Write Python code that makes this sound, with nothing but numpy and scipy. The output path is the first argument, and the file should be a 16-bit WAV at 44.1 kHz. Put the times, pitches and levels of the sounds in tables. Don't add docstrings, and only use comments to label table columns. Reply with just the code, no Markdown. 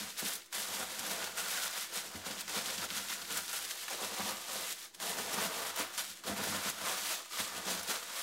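import sys
import numpy as np
from scipy import signal
from scipy.fft import rfft, irfft, next_fast_len
from scipy.io import wavfile
from scipy.ndimage import uniform_filter1d, map_coordinates

SR = 44100
rng = np.random.default_rng(int(sys.argv[2]) if len(sys.argv) > 2 else 0)


def volts(x):
    e = np.asarray(x, float) / 20
    return 10 ** e


def int16_out(signal):
    q = np.round(np.clip(np.atleast_2d(signal).T, -1, 1) * 32767)
    wavfile.write(sys.argv[1], SR, q.astype(np.int16))


N = 362766

# time of most pressure [t/s], strength [level/dB], rise by 10 dB [ms],
# fall by 10 dB [ms], weight on whole cookies [level/dB]
PASSES = [(0.002, -42, 14, 97, -1.5), (0.103, -46.5, 57, 31, -8), (0.195, -39, 20, 25, -4.5),
          (0.235, -57, 6, 18, 14), (0.273, -39.5, 75, 91, -2), (0.36, -45.5, 64, 29, -7),
          (0.549, -41, 16.5, 406, 0), (0.744, -44.5, 39, 33, 2), (0.811, -44, 96, 54, 8),
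          (0.903, -48.5, 14, 452, 4.5), (0.997, -50, 25, 51, 9), (1.11, -42, 159, 201, 3.5),
          (1.263, -46, 142, 45, 2), (1.379, -43, 32, 390, 0.5), (1.515, -41.5, 32, 93, -2.5),
          (1.663, -41, 238, 32, -4.5), (1.78, -41.5, 31, 11, -1), (1.828, -41.5, 235, 45, -9),
          (1.965, -39.0, 49, 73, -0.5), (2.065, -46, 22, 27, 3.5), (2.161, -48.5, 89, 110, 5),
          (2.268, -43.5, 23, 126, 5.5), (2.31, -47, 10, 35, 3), (2.414, -44, 89, 26, -3.5),
          (2.495, -44.5, 8, 93, 1), (2.571, -38.5, 78, 83, 3.5), (2.662, -41, 29, 200, 0.5),
                 (2.849, -42.5, 150, 18, 3), (2.911, -50.5, 22, 34, 7.5), (2.973, -39.5, 72, 83, -2),
                 (3.12, -40.5, 78, 72, -6), (3.227, -49, 110, 23, 2), (3.31, -43.5, 19, 44, 4),
                 (3.375, -39.5, 84, 54, -3), (3.54, -44, 12, 18, 1), (3.57, -38.5, 25, 18, -10),
                 (3.6, -44.5, 360, 250, -6), (3.712, -39.5, 19, 17, -20), (3.832, -45.5, 130, 70, -43.5),
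                 (3.911, -43, 9.8, 110, 4), (4.049, -41.5, 79, 28, 7), (4.2, -55.5, 68, 59, 17.5),
                 (4.279, -41, 320, 123, 4.5), (4.535, -43, 75, 116, 6), (4.722, -42.5, 350, 23, -6.5),
                 (4.77, -59, 38, 120, 0), (4.854, -50, 330, 31, -10), (4.948, -49.5, 4.9, 11, -10),
          (5.025, -42.0, 20, 320, 6), (5.104, -42.5, 45, 40, 5.5), (5.185, -41.5, 11, 52, 9),
                  (5.343, -38, 20, 11, -2), (5.453, -40, 220, 39, 8.5), (5.57, -43.5, 150, 260, 6),
                  (5.702, -43, 79, 13, -8), (5.796, -38, 35, 61, 4.5), (5.95, -47, 48, 68, 0),
                  (5.995, -40.5, 27, 71, -6), (6.098, -48, 100, 86, -6.5), (6.278, -40.5, 20, 83, 8.5),
                  (6.365, -46.5, 14, 340, 8.5), (6.439, -42, 18, 40, 4), (6.489, -42.5, 61, 110, 5),
                  (6.564, -43, 94, 30, 3.5), (6.686, -38.5, 88, 34, 3), (6.887, -39.5, 99, 120, 3.5),
                  (7.123, -38.5, 220, 92, -3), (7.333, -43.5, 24, 54, -1), (7.394, -38, 45, 92, -3),
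                  (7.582, -44.5, 110, 43, 5.5), (7.706, -38, 68, 116, 4), (7.906, -37.5, 43, 77, -0.5),
                  (8.202, -42.5, 190, 179, -2.5)]
# [t/s], strength [level/dB], weight [level/dB]
JOLTS = [(0.339, -42.5, -6), (0.599, -44.0, -5), (0.832, -45, 0.0), (0.994, -48, -1.0), (1.11, -44.0, 5),
         (1.221, -47, 2), (1.275, -44.0, 0.0), (1.399, -40.5, -1), (1.485, -43, -1), (1.575, -43.0, 0),
         (1.64, -45, 3.5), (2.115, -51, -2), (2.159, -47, 2.0), (2.781, -46, -9), (3.043, -46, -5),
         (3.103, -46, -2.0), (3.127, -46.0, 0.0), (3.253, -51, -5.0), (3.497, -43, -4.0), (3.647, -44, -4),
         (3.811, -49, -7), (3.835, -49.0, -8), (3.901, -45, -9), (4.293, -43, 2.0), (4.372, -50, -3),
         (4.724, -45, -8), (4.789, -52.0, -5.0), (4.828, -53, -7.0), (5.095, -44, 2.0), (5.389, -45, 9),
         (5.804, -43.0, 4.0), (6.19, -56, -3.0), (6.381, -44.0, 4), (6.697, -42, 1), (6.815, -48, 2.0),
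         (6.923, -44, -2), (6.98, -44, -1.0), (7.109, -43, -2), (7.26, -52, -1.0), (7.402, -40, 5),
         (7.474, -46, -1.0), (7.568, -46, 2.0), (7.59, -49, 0), (7.842, -53, -4), (7.914, -42, 1),
         (7.961, -45, 1.0), (8.029, -51.0, 5), (8.098, -49, 2.0), (8.193, -46, -5)]
# [t/s], peak [level/dB], time to fade by 60 dB [s]
SURGES = [(0.1739, -34, 0.1), (0.526, -27, 0.19), (0.9831, -35, 0.086), (1.3735, -25, 0.18),
          (2.2462, -34, 0.15), (2.2624, -25, 0.065), (2.4786, -23.5, 0.076), (2.9017, -42, 0.092),
          (3.529, -24.5, 0.1), (3.705, -36, 0.11), (3.8813, -26, 0.1), (4.9387, -43, 0.08),
          (4.9472, -46, 0.05), (5, -27.5, 0.1), (5.1755, -34, 0.15), (5.7604, -25.5, 0.1),
          (5.9778, -20.5, 0.12), (6.237, -33, 0.15), (7.3094, -32, 0.061)]
# [t/s], brightness [level/dB]
TAUT = [(0, -0.5), (.4, 1), (.9, -1), (1.4, -0.8), (1.8, 0), (2.1, -1), (2.35, -2.5), (2.8, -2.5),
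        (3.5, 0.5), (4.1, -1.5), (4.9, 0.5), (5.3, -0.5), (5.75, 0), (6.4, -1), (7, -0.5), (7.5, -2.5),
        (7.85, -1.3), (8.23, 0)]
# [f/Hz], density [level/dB per Hz]
FILM_COLOUR = [(200, -40), (500, -27), (1000, -10), (1800, -5), (2400, -6.5), (3500, -3.5), (5000, -5.5),
               (7300, -6), (10000, -7.5), (13300, -10.5), (15000, -14.5), (15800, -14)]
# [t/s], air pocket pitch [f/Hz], how closed the pocket is [0-1],
# crumbs [level/dB], contact with the counter [level/dB]
HEAP = [(0.0, 1440, 0.9, 1.5, 7), (0.57, 1350, 0.3, -2.5, -3.5), (1.1, 1460, 0.2, 1, -2),
        (1.35, 1420, 0.75, 2.5, -0.5), (1.65, 1430, 0.6, 6.5, -5.5), (2.38, 1420, 0.2, -3.5, 3),
        (2.72, 1400, 0.3, -0.5, 2.5), (2.85, 1380, 0.87, 3.5, 3), (3.57, 1400, 0.9, 5.5, 0.5),
        (3.78, 1510, 0.3, -16, -5), (4.08, 1220, 0, 0, -1.5), (4.21, 1160, 0.3, 1.5, -1),
        (4.6, 1200, .3, -1, -3), (4.85, 1200, 0, -19, -7), (5.03, 1240, 0, 0, -4),
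        (5.15, 1300, 0.05, -1, -3), (5.4, 1320, 0.04, 3, -0.5), (5.59, 1220, 0.17, 3, -6),
        (5.89, 1300, 0, 6.5, -7.5), (6.14, 1300, 0.4, -2.5, 6), (6.62, 1380, 0.1, 5, 2.5),
        (6.95, 1320, .3, 3, -2.5), (7.25, 1180, 0.7, 1, -16), (7.4, 1220, .6, 5, -1),
        (7.67, 1310, 0.4, 0.5, 1), (7.95, 1330, 0.6, 5.5, -1), (8.23, 1180, 0.3, 6, -11)]
# [f/Hz], width [Hz], [level/dB]
PIN = [(334, 110, -7), (489, 93, 0.5), (726, 87, -0.5), (827, 41.5, 2), (1065, 194, -7)]
# [f/Hz], width [Hz], [level/dB]
COUNTER = [(51.4, 9.9, -22), (69.8, 6.3, -6.5), (96.3, 9.4, -3), (189.6, 25, 5), (269, 35, 3),
           (322, 75, -4.5)]
# [f/Hz], density [level/dB per Hz]
AIR = [(25, 8), (60, -28), (200, 10), (500, 10), (2000, -5), (8000, -41), (16000, -23)]
# [f/Hz], width [Hz], [level/dB]
HUM = [(344.6, 37, 6.5), (188, 28, -7), (100, 30, 0)]
# [t/s], peak [level/dB], pitch [f/Hz]
SNAPS = [(0.2604, -15.5, 4070), (0.354, -16, 9600), (0.627, -22, 3550), (0.9936, -14, 7850),
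         (1.1102, -22, 7140), (1.2252, -20, 3500), (1.2428, -15, 5700), (2.311, -23, 4000),
         (2.59, -19, 4500), (2.4092, -16.5, 9200), (2.7017, -19, 2980), (2.78, -17, 5340),
         (2.9038, -16.5, 3370), (3.086, -21, 3600), (3.219, -22, 4400), (3.25, -24, 4100),
         (3.3732, -10, 8100), (3.7102, -17, 5160), (3.8821, -26, 2870), (4.7263, -16, 6730),
         (5.7617, -15, 12300), (5.9785, -25, 4160), (6.7, -12.5, 9400), (6.9824, -19, 7600),
         (7.7951, -19, 5800), (7.8317, -18, 10200), (8.028, -29, 2950)]
# [t/s], peak [level/dB], pitch [f/Hz]
TICKS = [(0.42, -32, 3900), (0.4607, -32, 7300), (0.5203, -35, 11400), (0.769, -28, 3000),
         (0.984, -27, 7300), (1.2157, -28, 6300), (2.4782, -32, 4000), (4.0317, -23, 4400),
         (4.9476, -36, 3300), (7.2828, -38, 4400), (7.3014, -42, 6400)]
# [t/s], peak [level/dB], pitch [f/Hz]
CRACKS = [(0.0339, -31, 4500), (0.1569, -40, 5600), (0.1751, -31, 5200), (0.2526, -22, 5600),
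          (1.0308, -29, 4900), (1.3845, -18.5, 6800), (1.3929, -22, 6900), (1.5796, -22, 6100),
          (1.6357, -20, 5100), (1.6798, -20, 5800), (1.8084, -28, 4200), (1.8712, -31, 5700),
          (1.9019, -36, 7800), (1.9752, -17, 4800), (2.0594, -31, 4500), (2.3756, -30, 3900),
          (2.3892, -31, 5600), (2.3964, -28, 5200), (2.4961, -27, 5700), (2.548, -23, 5700),
          (2.7312, -24, 4100), (2.84, -31, 4750), (2.9746, -25, 5070), (3.1842, -32, 6300),
          (3.4342, -29, 4500), (3.4807, -21.5, 4500), (3.5145, -25, 3900), (3.5305, -23, 6700),
          (3.9319, -28, 5000), (3.9459, -32, 6150), (4.067, -26, 7400), (4.2672, -29, 4500),
          (4.3239, -27, 8870), (4.37, -27, 4940), (4.4308, -35, 6460), (4.4599, -36, 6600),
          (4.5206, -26, 6300), (4.9396, -41, 4930), (5.1279, -27, 5500), (5.1941, -27, 9000),
          (5.245, -30, 5200), (5.3398, -30, 4800), (5.6337, -28, 4800), (6.0504, -30, 6100),
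          (6.0983, -28, 5570), (6.403, -33, 3000), (6.5507, -27, 4600), (6.649, -27, 4900),
          (6.6898, -22, 5900), (6.838, -30, 4000), (6.8964, -23, 4500), (7.6161, -35, 6100),
          (7.6408, -36, 4500), (7.9602, -24, 6800), (7.9876, -31, 6700), (8.0714, -36, 5800),
          (8.1385, -30, 5900), (8.1566, -28, 6000)]
# [t/s], peak [level/dB], hollow knock [level/dB],
# deep boom [level/dB]
THUDS = [(0.22, -30.5, -1, -28), (0.233, -32, -6, -25), (0.248, -37, -1, -25), (0.545, -50, 14, -13),
         (1.964, -42, -1, -23), (2.143, -33, -11, -8), (2.156, -34, -12, -13), (2.258, -34, -4, -23),
         (2.56, -30, -11, -24), (4.009, -48, 19, -22), (4.19, -30.5, 3, -16), (5.789, -33, -12, -16),
         (6.287, -33, 5, -6), (6.378, -34, -10, -18), (6.465, -32.5, 5, -11), (6.651, -31, -12, -30),
         (7.391, -33, -1, -11), (7.657, -35, 0, -28), (7.883, -35, -3, -27)]
# [f/Hz], time to fade by 60 dB [s]
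KITCHEN = [(150, 0.28), (1000, 0.17), (5000, 0.027), (14000, 0.15)]


def unit(x):
    return x / np.sqrt(np.mean(x ** 2) + 1e-20)


def along(points, hz):
    f, v = np.transpose(points)
    return np.interp(np.log(hz + 1), np.log(f + 1), v)


def curves(rows):
    s, *columns = np.transpose(rows)
    return [np.interp(np.arange(N) / SR, s, column) for column in columns]


def wobble(rate):
    knots = rng.standard_normal(int(N / SR * 200) + 4)
    return map_coordinates(knots, [np.arange(N) * rate / SR])


def filtered(x, response):
    m = next_fast_len(N + SR // 2)
    return irfft(rfft(x, m) * response(np.fft.rfftfreq(m, 1 / SR)), m)[:N]


def body(modes, soft_hz=np.inf):
    def response(f):
        total = 0
        for k, (centre, width, db) in enumerate(modes):
            ring = 1j * f * width / (centre * centre - f * f + 1j * f * width)
            total = total + (-1) ** k * volts(db) * ring
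        return total / (1 + 1j * f / soft_hz) ** 2
    return response


def gripped(x, modes, soft_hz):
    grip = np.clip(wobble(rate=4), -1, 1)
    total = 0
    for k in (-1, 0, 1):
        share = np.sqrt(np.clip(1 - np.abs(grip - k), 0, 1))
        response = body(modes)
        tuned = lambda f: response(f * (1 - k * .05)) / (1 + 1j * f / soft_hz) ** 2
        total = total + filtered(x * share, tuned)
    return total


def pings(s, gain, hz, cycles, size=48):
    turns = np.arange(size) / SR * hz[:, None]
    fade = np.exp(-turns / cycles) * np.minimum(2 * turns, 1)
    shape = gain[:, None] * np.sin(2 * np.pi * turns) * fade
    at = np.round(s * SR).astype(int)[:, None] + np.arange(size)
    return np.bincount(at.ravel(), shape.ravel(), N + SR)[:N]


def fractures(count, spread_db):
    when, side, big = rng.random((count, 3)).T
    size = volts(-spread_db * np.log(np.maximum(1 - big, .002)))
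    return when * N / SR, np.sign(side - .5) * size


def impulses(count, spread_db):
    s, gain = fractures(count, spread_db)
    return unit(np.bincount((s * SR).astype(int), gain, N)[:N])


def pushes(offset_db, share, steep):
    jolts = [(s, db, 8.4, 12.5, weight_db) for s, db, weight_db in JOLTS]
    rows = np.transpose(PASSES + jolts)
    s, db, rise_ms, fall_ms, weight_db = rows[:, :, None]
    t = np.arange(0, N + 64, 64) / SR
    before = (s - t) / np.maximum(rise_ms, 4)
    after = (t - s) / np.maximum(fall_ms, 4)
    away = np.where(t < s, before, after) * 1000
    power = np.sum(volts(db + share * weight_db - 10 * steep * away) ** 2, axis=0)
    return offset_db + np.interp(np.arange(N) / SR, t, 10 * np.log10(power + 1e-12))


def creases():
    s, gain = fractures(count=900, spread_db=1.8)
    fade_ms = 2.5
    fade = np.exp(-np.arange(SR // 10) / SR * 1000 / fade_ms)
    starts = np.bincount((s * SR).astype(int), gain ** 2, N)[:N]
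    power = np.abs(signal.fftconvolve(starts, fade)[:N])
    return power / power.mean()


def surges():
    t = np.arange(0, N + 16, 16) / SR
    power = 0
    for s, db, t60 in SURGES:
        fade_db = 60 * np.abs(t - s) / max(t60, .01)
        power = power + (t > s) * volts(db - fade_db) ** 2
    return np.repeat(power, 16)[:N]


def film():
    level_db = pushes(offset_db=0.17, share=0.0057, steep=1.062)
    bright_db = -5.5 + curves(TAUT)[0] + 0.18 * (level_db + 47) + 0.14 * wobble(7.6)

    s, gain = fractures(count=24000, spread_db=.8)
    hz = np.clip(5000 * np.exp(0.716 * rng.standard_normal(len(s))), 600, 17000)
    buckles = rfft(pings(s, gain * np.sqrt(hz), hz, cycles=1.16, size=64))
    flat = irfft(buckles / uniform_filter1d(np.abs(buckles), size=2001), N)
    sheet = unit(flat) + volts(.6) * rng.standard_normal(N)
    sheet = filtered(sheet, lambda f: volts(along(FILM_COLOUR, f)))
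    top = filtered(sheet, lambda f: np.clip((f - 7000) / 3000, 0, 1))

    clumps = volts(0.23 * wobble(12) + 0.72 * wobble(60))
    power = volts(level_db + 2.5) ** 2 + volts(-15) ** 2 * surges()
    giving = creases()
    low_burst = np.sqrt(1 + volts(-13) ** 2 * giving)
    top_burst = np.sqrt(1 + volts(-9) ** 2 * giving)
    crackle = low_burst * (sheet - top) + top_burst * volts(bright_db + 4) * top
    return np.sqrt(power) * clumps * unit(crackle)


def crumbs(breaks, pocket_hz, closed, crumbs_db):
    light_db = pushes(offset_db=-5.5, share=0.89, steep=1.11)
    pocket = 0
    for hz in range(800, 2001, 200):
        near = np.clip(1 - np.abs(pocket_hz - hz) / 200, 0, 1)
        pocket = pocket + near * filtered(breaks, body([(hz, 140, 0)]))
    loose = filtered(breaks, body([(1380, 1140, 0)]))
    level = np.hypot(volts(light_db + crumbs_db - 5.0), volts(-20.5) * np.sqrt(surges()))
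    return level * (np.sqrt(closed) * unit(pocket) + np.sqrt(1 - closed) * unit(loose))


def ringing_pin(breaks):
    deep_db = pushes(offset_db=-9.5, share=0.93, steep=1.16)
    blows = breaks + 0.67 * impulses(count=2500, spread_db=1.5)
    return volts(deep_db) * unit(gripped(blows, PIN, soft_hz=9000))


def loaded_counter(contact_db):
    load_db = pushes(offset_db=-16, share=1.25, steep=1.16)
    yields = impulses(count=2500, spread_db=2.0)
    until = np.array(THUDS)[:, :1] + .005 - np.arange(0, N, 32) / SR
    lifted = ((until > 0) & (until < .045)).any(axis=0)
    yields = yields * np.where(np.repeat(lifted, 32)[:N], .25, 1)
    load = volts(load_db + contact_db - 3.0) * yields
    usual = np.std(filtered(yields, body(COUNTER, soft_hz=420)))
    return gripped(load, COUNTER, soft_hz=415) / usual


def crunch():
    breaks = impulses(count=12000, spread_db=1.07) * volts(1.7 * wobble(30))
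    pocket_hz, closed, crumbs_db, contact_db = curves(HEAP)
    closed = np.clip(closed, 0, 1)
    light = crumbs(breaks, pocket_hz, closed, crumbs_db)
    return light + ringing_pin(breaks) + loaded_counter(contact_db)


def air_floor():
    return volts(-77.5) * unit(filtered(rng.standard_normal(N), lambda f: volts(along(AIR, f))))


def appliance_hum():
    hum = filtered(rng.standard_normal(N), lambda f: body(HUM)(f) ** 2)
    return volts(-72.5 + 3.2 * wobble(2.95)) * unit(hum)


def snaps():
    s, db, hz = np.vstack([SNAPS + TICKS, np.add(CRACKS, [0, 2, 0])]).T
    ping = -pings(s, volts(db + 3), hz, cycles=.6)
    is_crumb = np.arange(len(s)) >= len(SNAPS + TICKS)
    db = db - 5 * is_crumb
    lag, detune, size = rng.random((len(s), 3, 24)).transpose(1, 0, 2)
    wake_s = s[:, None] + 0.0089 * lag ** 0.64
    wake_db = db[:, None] - 9.5 - 14 * lag - 5 * size
    wake_hz = np.clip(hz[:, None] * np.exp(2.0 * (detune - .3)), 1500, 16000)
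    wake = pings(wake_s.ravel(), volts(wake_db).ravel(), wake_hz.ravel(), cycles=1.7)
    return filtered(ping + wake, lambda f: (1j * f / (900 + 1j * f)) ** 2)


def thuds():
    low, hollow, boom = np.zeros((3, N))
    for s, db, knock_db, boom_db in THUDS:
        at = round((s + .005) * SR)
        low[at] = volts(db + 34.5)
        hollow[at] = volts(db + knock_db + 32.5)
        boom[at] = volts(db + boom_db + 51)
    top = filtered(low, body(COUNTER[3:], soft_hz=600))
    cupboard = filtered(boom, body(COUNTER[:3], soft_hz=300))
    return top + cupboard + filtered(hollow, body(PIN, soft_hz=800))


def kitchen(x):
    hz, t, z = signal.stft(rng.standard_normal(SR // 2), SR, nperseg=256)
    fade = volts(-60 * t / along(KITCHEN, hz)[:, None])
    tail = signal.istft(z * fade, SR, nperseg=256)[1]
    late = np.pad(x, (150, 0))
    return signal.fftconvolve(late, tail / np.linalg.norm(tail))[:N]


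def scene():
    bag = film() + crunch() + snaps() + thuds()
    mix = bag + volts(-11.0) * kitchen(bag) + air_floor() + appliance_hum()
    return np.tile(mix, (2, 1))


def band_limit(x):
    return signal.sosfilt(signal.butter(12, 16970, fs=SR, output="sos"), x)


def record(dry):
    heard = filtered(dry[0], lambda f: f < 15770) + volts(-74)
    return band_limit(np.tile(heard, (2, 1)))


dry = scene()
out = record(dry)
int16_out(out)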